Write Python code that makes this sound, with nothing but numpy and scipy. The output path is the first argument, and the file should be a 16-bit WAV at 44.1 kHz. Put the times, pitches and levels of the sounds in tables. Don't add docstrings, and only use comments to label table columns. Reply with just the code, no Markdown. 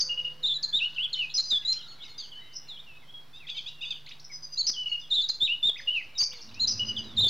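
import sys
import numpy as np
from scipy import signal
from scipy.fft import rfft, irfft
from scipy.io import wavfile
from scipy.ndimage import uniform_filter1d

SR = 44100
rng = np.random.default_rng(int(sys.argv[2]) if len(sys.argv) > 2 else 0)


def pcm_store(signal):
    levels = np.round(np.clip(np.atleast_2d(signal), -1, 1) * 32767)
    wavfile.write(sys.argv[1], SR, levels.astype(np.int16).T)


N = 321489
TIME = np.arange(N) / SR
DECIMATION = 4


def gain_of(db):
    return 10 ** (np.asarray(db) / 20)


def unit_rms(x):
    return x / np.sqrt(np.mean(x ** 2) + 1e-20)


def spectrum_at(points, hz):
    f, value = np.transpose(points)
    return np.interp(np.log(hz + 1), np.log(f + 1), value)


def envelope(curve, column=1):
    rows = np.array(curve)
    return gain_of(np.interp(TIME, rows[:, 0], rows[:, column]))


def filtered(x, response):
    return irfft(rfft(x) * response(np.fft.rfftfreq(N, 1 / SR)), N)


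def noise(response):
    return unit_rms(filtered(rng.standard_normal(N), response))


def drift(rate_hz):
    return noise(lambda hz: np.exp(-(hz / rate_hz) ** 2))


def resonance(centre_hz, half_width_hz):
    return noise(lambda hz: 1 / (1 + ((hz - centre_hz) / half_width_hz) ** 2))


def progress(length):
    return np.linspace(0, 1, max(int(length * SR), 8))


def glides(rows, bow=0):
    for start, length, first, last, db in rows:
        u = progress(length)
        yield start, (first + (last - first) * u) * (1 + bow * np.sin(np.pi * u)), db, 0


def tones(notes, waver=.0013, flutter_db=-3, attack_s=.06, release_s=.0073, overtone_db=-42,
          rough=0, slew_rough=0, buzz_hz=190, buzz_slew_hz_per_s=35000):
    buzz = 2 * np.pi * np.cumsum(buzz_hz * (1 + .3 * drift(59.85))) / SR
    bend = 1 + waver * drift(300)
    shake = .055 * np.sin(buzz) + .025 * drift(620)
    flutter = gain_of(flutter_db * drift(150))
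    out = np.zeros(N)
    for start, hz, db, note_rough in notes:
        age = np.arange(len(hz))
        at = np.minimum(max(int(start * SR), 0) + age, N - 1)
        slew = np.tanh(abs(np.gradient(hz)) * SR / buzz_slew_hz_per_s)
        rasp = np.clip(rough + note_rough + slew_rough * slew, 0, 1)
        phase = 2 * np.pi * np.cumsum(hz * (bend[at] + rasp * shake[at])) / SR
        attack = age / min(attack_s * SR, .19 * len(hz))
        release = age[::-1] / min(release_s * SR, .17 * len(hz))
        fade = np.sin(np.pi / 2 * np.minimum(np.minimum(attack, release), 1))
        tremolo = 1 + .42 * rasp * np.cos(buzz[at])
        overtone = gain_of(overtone_db) * np.sin(2 * phase) * (2 * hz < SR / DECIMATION / 2)
        out[at] += fade * flutter[at] * tremolo * gain_of(db) * (np.sin(phase) + overtone)
    return out


def tree_echoes(x, t60, build_s):
    t = np.arange(SR) / SR
    taps = rng.standard_normal(SR) * (rng.random(SR) < .04)
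    tail = taps * gain_of(-60 * t / t60) * (1 - np.exp(-(t / build_s) ** 2))
    return signal.fftconvolve(x, tail / np.linalg.norm(tail))[:N]


# (frequency [Hz], relative level [dB])
WIND_SPECTRUM = [(15, -31), (25, -25.5), (50, -26.5), (80, -26.5), (130, -29.5), (200, -28.5), (500, -33.5),
                 (1000, -32.5), (1900, -36), (2900, -40.5), (3900, -36), (5000, -40.5), (5500, -35),
                 (6500, -69.5)]
# (frequency [Hz], correlation [0-1])
WIND_COHERENCE = [(30, 1), (130, 0.84), (300, 0.61), (1000, 0.63), (2000, 0.56), (3000, 0.82)]
# (time [s], level at 300-1300 Hz [dB])
WIND_LEVEL = [(0, -61.5), (.6, -63), (3, -64), (5, -65), (6.33, -63.5), (6.9, -57.5), (7.29, -57)]


def wind():
    left, independent = rng.standard_normal((2, N))
    coherence = lambda hz: spectrum_at(WIND_COHERENCE, hz)
    right = filtered(left, coherence) + filtered(independent, lambda hz: np.sqrt(1 - coherence(hz) ** 2))
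    air = filtered(np.array([left, right]), lambda hz: gain_of(spectrum_at(WIND_SPECTRUM, hz)))
    midband = filtered(air[0], lambda hz: (hz > 300) & (hz < 1300))
    return air / midband.std() * envelope(WIND_LEVEL) * gain_of(.39 * drift(7.4))


# (time [s], relative level [dB])
DRONE_LEVEL = [(0.0, -66.5), (0.28, -62.5), (2.39, -71), (4.1, -65.5), (5.72, -73), (5.78, -73.5),
               (6.35, -73.5), (6.4, -84)]


def motor_drone():
    tone = np.sqrt(2) * np.sin(2 * np.pi * np.cumsum(149 + 2.5 * drift(6)) / SR)
    drone = (1.02 * tone + .4 * resonance(149, 12)) * envelope(DRONE_LEVEL) * gain_of(1.5)
    return drone + resonance(118, 6.3) * gain_of(-72.5)


# (time [s], duration [s], first pitch [Hz], last pitch [Hz], level [dB])
WHINE_GLIDES = [(0, 0.5, 518, 502, -60.5), (5.78, 0.23, 535, 585, -65.5), (6.28, 0.148, 527, 453, -61),
                (6.72, .16, 534, 569, -61.5)]


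def engine_whine():
    return tones(glides(WHINE_GLIDES), waver=.0063, flutter_db=2, overtone_db=-8.5)


# (time [s], relative level of lowest band [dB], of upper bands [dB])
RUMBLE_LEVELS = [(6.35, -61, -81), (6.37, -73, -87), (6.454, -65, -56.5), (6.898, -48.5, -48),
                 (7.13, -60.5, -51.5), (7.232, -35, -47), (7.29, -51, -51)]


def rumble():
    onset = np.clip((TIME - RUMBLE_LEVELS[0][0]) / .24, 0, 1)
    low = resonance(102, 17.5) * envelope(RUMBLE_LEVELS) * gain_of(4.5)
    upper = resonance(220, 17.3) * gain_of(1.5) + resonance(342, 110) * gain_of(-9.5)
    bands = low + upper * envelope(RUMBLE_LEVELS, column=2)
    return filtered(onset * bands, lambda hz: 1 - np.exp(-(hz / 65) ** 4))


# (time [s], level [dB])
TICK_PULSES = [(1.527, -39.5), (4.459, -73), (4.701, -41), (5.186, -61), (5.298, -42.5), (5.695, -50),
               (6.227, -41), (6.335, -44.5)]


def ticks(decay_s=.0029):
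    pulses = sum(gain_of(db) * np.exp(-abs(TIME - when) / decay_s) for when, db in TICK_PULSES)
    colour = [(100, 11), (400, 4.5), (2500, 2.5), (8000, -19), (16000, -9.5)]
    return pulses * noise(lambda hz: gain_of(spectrum_at(colour, hz)))


# (time [s], duration [s], first pitch [Hz], last pitch [Hz], relative level [dB])
THRUSH_NOTES = [(.02, 0.1, 1550, 1314, -63), (.56, 0.21, 1740, 1630, -66), (.8, .22, 1520, 1442, -68.5),
                (1.5, .15, 1750, 1617, -64.5), (1.62, 0.079, 2000, 2120, -59.5),
                (1.75, .2, 1440, 1337, -66), (1.97, 0.12, 2250, 2106, -60.5),
                (2.35, 0.049, 1484, 1930, -62.5), (2.41, .055, 2010, 2110, -61),
                (.98, 0.052, 2110, 2100, -62.5), (2.64, .15, 2326, 2374, -66),
                (4.85, .07, 2296, 2218, -64.5), (6.08, 0.25, 2320, 2330, -62)]


def far_birds(count=70):
    when, length, pitch, glide, size = rng.random((count, 5)).T
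    hz = 2750 + 1300 * pitch ** 2
    first, last = hz * (1 + .2 * (glide - .5)), hz * (1 - .25 * (glide - .5))
    rows = np.transpose([when * N / SR, .063 + .08 * length, first, last, -65 + 6 * size])
    thrush = tones(glides(THRUSH_NOTES, bow=.0092), waver=.006, flutter_db=5.5, attack_s=.023, rough=.11)
    chirps = tree_echoes(tones(glides(rows, bow=.012)), t60=.32, build_s=.0069)
    return chirps + gain_of(-1.5) * thrush + gain_of(1) * tree_echoes(thrush, t60=1, build_s=.0038)


# (start [s], end [s], rate [1/s], mean duration [s],
# mean upward sweep [share of pitch], highest level [dB])
TWITTER_SPELLS = [(0.203, 0.443, 25, 0.015, 0.029, -55), (0.807, 1.359, 30, 0.024, .35, -46.5),
                  (1.594, 1.95, 40, .025, -0.15, -51.5), (1.991, 2.08, 122, 0.02, -0.028, -48),
                  (2.101, 2.3, 22, 0.028, -0.15, -44.5), (3.498, 3.722, 18, 0.081, 0.017, -52.5),
                  (3.852, 3.96, 36, 0.021, 0, -47.5), (4.046, 4.122, 50, 0.011, 0.53, -42),
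                  (5.757, 6.044, 37, 0.025, 0.094, -49), (6.32, 6.56, 42, .016, 0.12, -48.5)]


def twitter():
    rows = []
    for start, end, rate, length, rise, db in TWITTER_SPELLS:
        count = max(round((end - start) * rate), 1)
        for k, (jitter, stretch, pitch, glide, size) in enumerate(rng.random((count, 5))):
            onset = start + (k + jitter) / count * (end - start)
            hz = 2500 + 2500 * pitch
            sweep = (rise + .45 * (glide - .5)) / 2
            rows.append((onset, length * (.5 + stretch), hz * (1 - sweep), hz * (1 + sweep), db - 9 * size))
    return tones(glides(rows, bow=.03), attack_s=.008, release_s=.008, rough=.3)


# (time [s], duration [s], pitch [Hz], relative level [dB])
LOW_PIPS = [(.091, 0.046, 2868, -28), (.172, 0.035, 2900, -26.5), (.245, 0.036, 2886, -27),
            (1.15, 0.038, 3040, -33.5), (1.649, 0.023, 3876, -28), (1.875, 0.056, 4340, -48.5),
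            (2.09, 0.042, 4260, -48), (2.35, 0.065, 3040, -44), (2.43, 0.126, 3050, -56.5),
            (2.35, 0.047, 4390, -55.5), (3.137, 0.049, 3310, -42), (3.545, 0.067, 3123, -41),
            (3.68, 0.13, 2800, -52), (4.76, 0.089, 2986, -34.5), (4.857, 0.031, 2933, -28.5),
            (4.915, 0.045, 2882, -25), (6.792, 0.05, 2930, -25.5), (6.882, 0.042, 2943, -29)]
HIGH_SEETS = [(1.435, 0.08, 4910, -33.5), (2.552, 0.021, 5260, -33.5), (4.312, .057, 5060, -37),
              (4.42, .039, 4956, -37.5), (4.52, 0.03, 4924, -35), (4.995, 0.024, 5020, -45.5),
              (6.768, 0.034, 5020, -32.5), (6.855, 0.05, 4977, -34), (6.975, .026, 4890, -36)]


def held_notes(flick_hz=110, rough=.04):
    for rows, sag_hz, swell_db in (LOW_PIPS, 30, -1.5), (HIGH_SEETS, 60, 10):
        for start, length, hz, db in rows:
            u = progress(length) - .5
            yield start, hz - sag_hz * u - flick_hz * (2 * u) ** 4, db + swell_db * u, rough


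# (time [s], duration [s], first pitch [Hz], target pitch [Hz],
# relative level [dB], swell [dB])
SETTLING_FALLS = [(0, 0.037, 5700, 4516, -21.5, -13), (.535, 0.044, 4290, 3905, -29.5, 8),
                  (.626, 0.026, 5400, 4090, -25, 12), (1.503, .083, 4123, 3407, -22, -5.5),
                  (2.315, 0.036, 3470, 2885, -44.5, -5.5), (2.68, 0.11, 4400, 3260, -43.5, -14),
                  (2.86, 0.12, 2950, 2570, -50.5, -2), (3.5, 0.045, 3570, 3360, -39.5, -8),
                  (4.733, 0.038, 3700, 3080, -41.5, -2.5), (5.212, .044, 4950, 3764, -28.5, 11),
                  (5.287, 0.022, 5500, 4053, -22.5, 5.5), (6.15, 0.029, 4000, 3740, -40.5, 12.5),
                  (6.963, 0.049, 3795, 2890, -31.5, -10), (7.278, 0.027, 4660, 4240, -21, 18)]
HANGING_DROPS = [(.96, 0.03, 3150, 2414, -35.5, 1), (1.129, 0.022, 4280, 3220, -26, 0),
                 (2.178, .04, 4900, 4170, -35.5, -1), (2.18, 0.085, 3840, 2800, -45, -7),
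                 (3.02, .025, 2210, 1990, -57.5, 0), (3.395, 0.069, 2770, 1850, -52, -8),
                 (3.565, 0.033, 3790, 3160, -33, 4), (3.905, 0.028, 3690, 3100, -31.5, -16),
                 (4.297, .031, 2310, 1950, -48.5, -2), (4.888, .053, 4410, 4306, -44, 0.5),
                 (5.668, .036, 3760, 3310, -19, -2.5), (5.785, .021, 2350, 1630, -40, 7),
                 (5.928, .062, 2913, 2466, -27, 6), (5.985, .035, 2440, 1870, -41, -1.5),
                 (5.013, .05, 3620, 3190, -47, 0), (6.335, .05, 4430, 4200, -52.5, 16.5),
                 (6.335, .04, 2320, 1800, -57, -20), (6.385, 0.019, 3660, 3110, -53.5, -4),
                 (7.03, 0.12, 4010, 3300, -48, -4)]
S_BENDS = [(.978, .04, 2694, 3000, -27, -1.5), (1.186, 0.071, 3010, 2486, -27.5, -9),
           (1.672, .059, 4046, 4154, -22, 0.5), (2.0, .046, 3290, 3860, -42.5, 10),
           (2.515, 0.033, 4240, 5400, -53, 28), (3.08, 0.033, 3130, 3340, -49, 7),
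           (3.85, .04, 3405, 3655, -37.5, -8), (6.315, 0.024, 2760, 3730, -45.5, 0),
           (2.765, .045, 2900, 3720, -44, 10), (3.33, .06, 3485, 3800, -47.5, 0),
           (3.468, 0.022, 3290, 3840, -41.5, -3), (3.482, .023, 2464, 3765, -37.5, 24),
           (3.66, .035, 3356, 3930, -35.5, 0), (4.065, .033, 2007, 3700, -48, 5),
           (4.105, .022, 2170, 3890, -45, 18), (4.195, .012, 4040, 5700, -45, 11),
           (4.243, .01, 5140, 5320, -39, 7), (5.627, .046, 3508, 3685, -20.5, -1),
           (5.757, .02, 1960, 2600, -41.5, 7), (5.872, 0.078, 2845, 3030, -27.5, -16.5),
           (6.405, 0.028, 4360, 5960, -42, 5.5), (6.54, .06, 2407, 2800, -49, 9),
           (6.542, 0.0072, 4100, 5530, -40.5, 9)]
UP_AND_BACK = [(1.015, 0.051, 2864, 3428, -27, 2.5), (1.727, .016, 4560, 5500, -33, -15),
               (1.76, 0.062, 2790, 3280, -45, 5), (1.82, 0.05, 3510, 3950, -46, -4),
               (3.808, 0.058, 3460, 3770, -40, -13), (3.815, 0.033, 2456, 2880, -35, 4),
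               (5.775, .05, 4810, 5055, -46, -5), (4.571, .052, 3870, 4520, -24, 7),
               (4.665, 0.039, 4640, 5296, -18, -1), (6.595, .062, 3846, 4230, -22.5, 4.5),
               (6.671, 0.058, 4690, 5300, -21, -5.5)]
DOWN_AND_BACK = [(1.338, 0.039, 5350, 5005, -21.5, 3.1), (1.374, 0.037, 4540, 4070, -20.5, 2.3),
                 (6.176, 0.072, 5810, 4598, -20, 1.2)]


def slurs():
    kinds = [(SETTLING_FALLS, lambda u: np.expm1(-3.6 * u) / np.expm1(-3.6), 0),
             (HANGING_DROPS, lambda u: u ** 1.5, 0),
             (S_BENDS, lambda u: np.sin(np.pi / 2 * u) ** 2, 0),
             (UP_AND_BACK, lambda u: 1 - abs(2 * u - 1) ** 1.6, 0),
             (DOWN_AND_BACK, lambda u: 1 - abs(2 * u - 1) ** 2.3, -3)]
    for rows, path, ends_db in kinds:
        for start, length, first, target, db, swell in rows:
            u = progress(length)
            hz = first + (target - first) * path(u)
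            yield start, hz, db + swell * (u - .5) + ends_db * (1 - path(u)), 0


# (position [0-1], pitch [Hz], relative level [dB], roughness [0-1])
WARBLE_CONTOUR = [(0, 4386, -13.5, 0.07), (.1, 3734, -3, 0.03), (0.251, 3583, 1, 0),
                  (0.448, 4045, -4.5, .2), (.55, 3678, -2.5, 0.4), (.75, 3545, 0, 0.51),
                  (1.001, 3495, -1, .4)]
YODEL_CONTOUR = [(0, 3413, -1.5, 0.13), (.14, 3575, 1, 0.13), (0.352, 3850, -3.5, 0.15),
                 (.42, 3470, -12, .5), (.5, 2548, -12.5, 0.21), (.63, 2758, -3.5, 0.055),
                 (0.841, 2950, -7.5, 0.26), (1, 2850, -14, 0)]
# (time [s], duration [s], relative level [dB], swell [dB])
WARBLE_CALLS = [(.426, .11, -23, -5), (5.101, .114, -20.5, -1), (7.163, .118, -18.5, -1)]
YODEL_CALLS = [(.725, 0.16, -20, 0.5), (5.402, .158, -19, -1)]


def figures():
    for rows, contour in (WARBLE_CALLS, WARBLE_CONTOUR), (YODEL_CALLS, YODEL_CONTOUR):
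        position, *controls = np.transpose(contour)
        for start, length, db, swell in rows:
            u = progress(length)
            hz, stress, rough = (uniform_filter1d(np.interp(u, position, c), size=300) for c in controls)
            yield start, hz, db + stress + swell * (u - .5), rough


def chatter_partials(notes, from_s=3.32, to_s=3.95):
    for start, hz, db, rough in notes:
        if from_s < start < to_s and hz.mean() > 3000:
            yield start, hz * .73, db - 13, rough
            yield start, hz * 1.34, db - 13.5, rough


def warbler():
    notes = [*held_notes(), *slurs(), *figures()]
    tone = tones([*notes, *chatter_partials(notes)], waver=.0032, flutter_db=.59, attack_s=.031,
                 release_s=.0083, overtone_db=-30.5, slew_rough=.53)
    effort = abs(signal.hilbert(tone))
    scratch = noise(lambda hz: np.exp(-((hz - 4300) / 1300) ** 2))
    voice = gain_of(1.63) * tone + gain_of(-32) * effort * scratch
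    chips = twitter()
    hidden = 1 + .8 * np.exp(-uniform_filter1d(effort, size=2400) / .016)
    needles = lambda hz: gain_of(spectrum_at([(2500, -1.5), (3700, -2.5), (4800, 2.5)], hz))
    scattered = filtered(voice * hidden, needles) + 2 * chips
    early = gain_of(-9) * tree_echoes(scattered, t60=.2, build_s=.005)
    late = gain_of(-19.5) * tree_echoes(scattered, t60=.66, build_s=.027)
    return voice + chips + early + late


def scene():
    birds = warbler() + far_birds()
    background = wind() + motor_drone() + rumble() + engine_whine()
    return birds + background * gain_of([[-1], [.8]])


def overload(x, knee, ceiling=.13):
    return x / (1 + abs(x / ceiling) ** knee) ** (1 / knee)


# (frequency [Hz], gain [dB])
OUTPUT_FILTER = [(0, -1.5), (3400, -0.5), (4000, -1), (4600, -1), (5200, -5.5), (5800, -9.5), (6425, -14),
                 (7025, -24), (7400, -34), (7700, -42.5), (8200, -51.5), (9500, -64.5), (16000, -70.5)]


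def record(dry, edge_hz=15900, dc_offset=.0046):
    clipped = overload(dry, knee=42)
    sampled = np.zeros_like(dry)
    sampled[:, ::DECIMATION] = DECIMATION * clipped[:, ::DECIMATION]
    smoothed = filtered(sampled, lambda hz: gain_of(spectrum_at(OUTPUT_FILTER, hz)))
    amplified = overload(smoothed - .61 * smoothed ** 3, knee=59)
    excess = np.clip(dry - clipped, -.04, .04)
    crackle = gain_of(-26.5) * excess * rng.standard_normal(N)
    hiss = gain_of(-76.5) * rng.standard_normal(N) + gain_of(-69.5) * rng.standard_normal((2, N))
    lowpass = signal.firwin(511, edge_hz, window=("kaiser", 9), fs=SR)
    return signal.oaconvolve(amplified + crackle + ticks() + hiss, lowpass[None], "same") + dc_offset


dry = scene()
out = record(dry)
pcm_store(out)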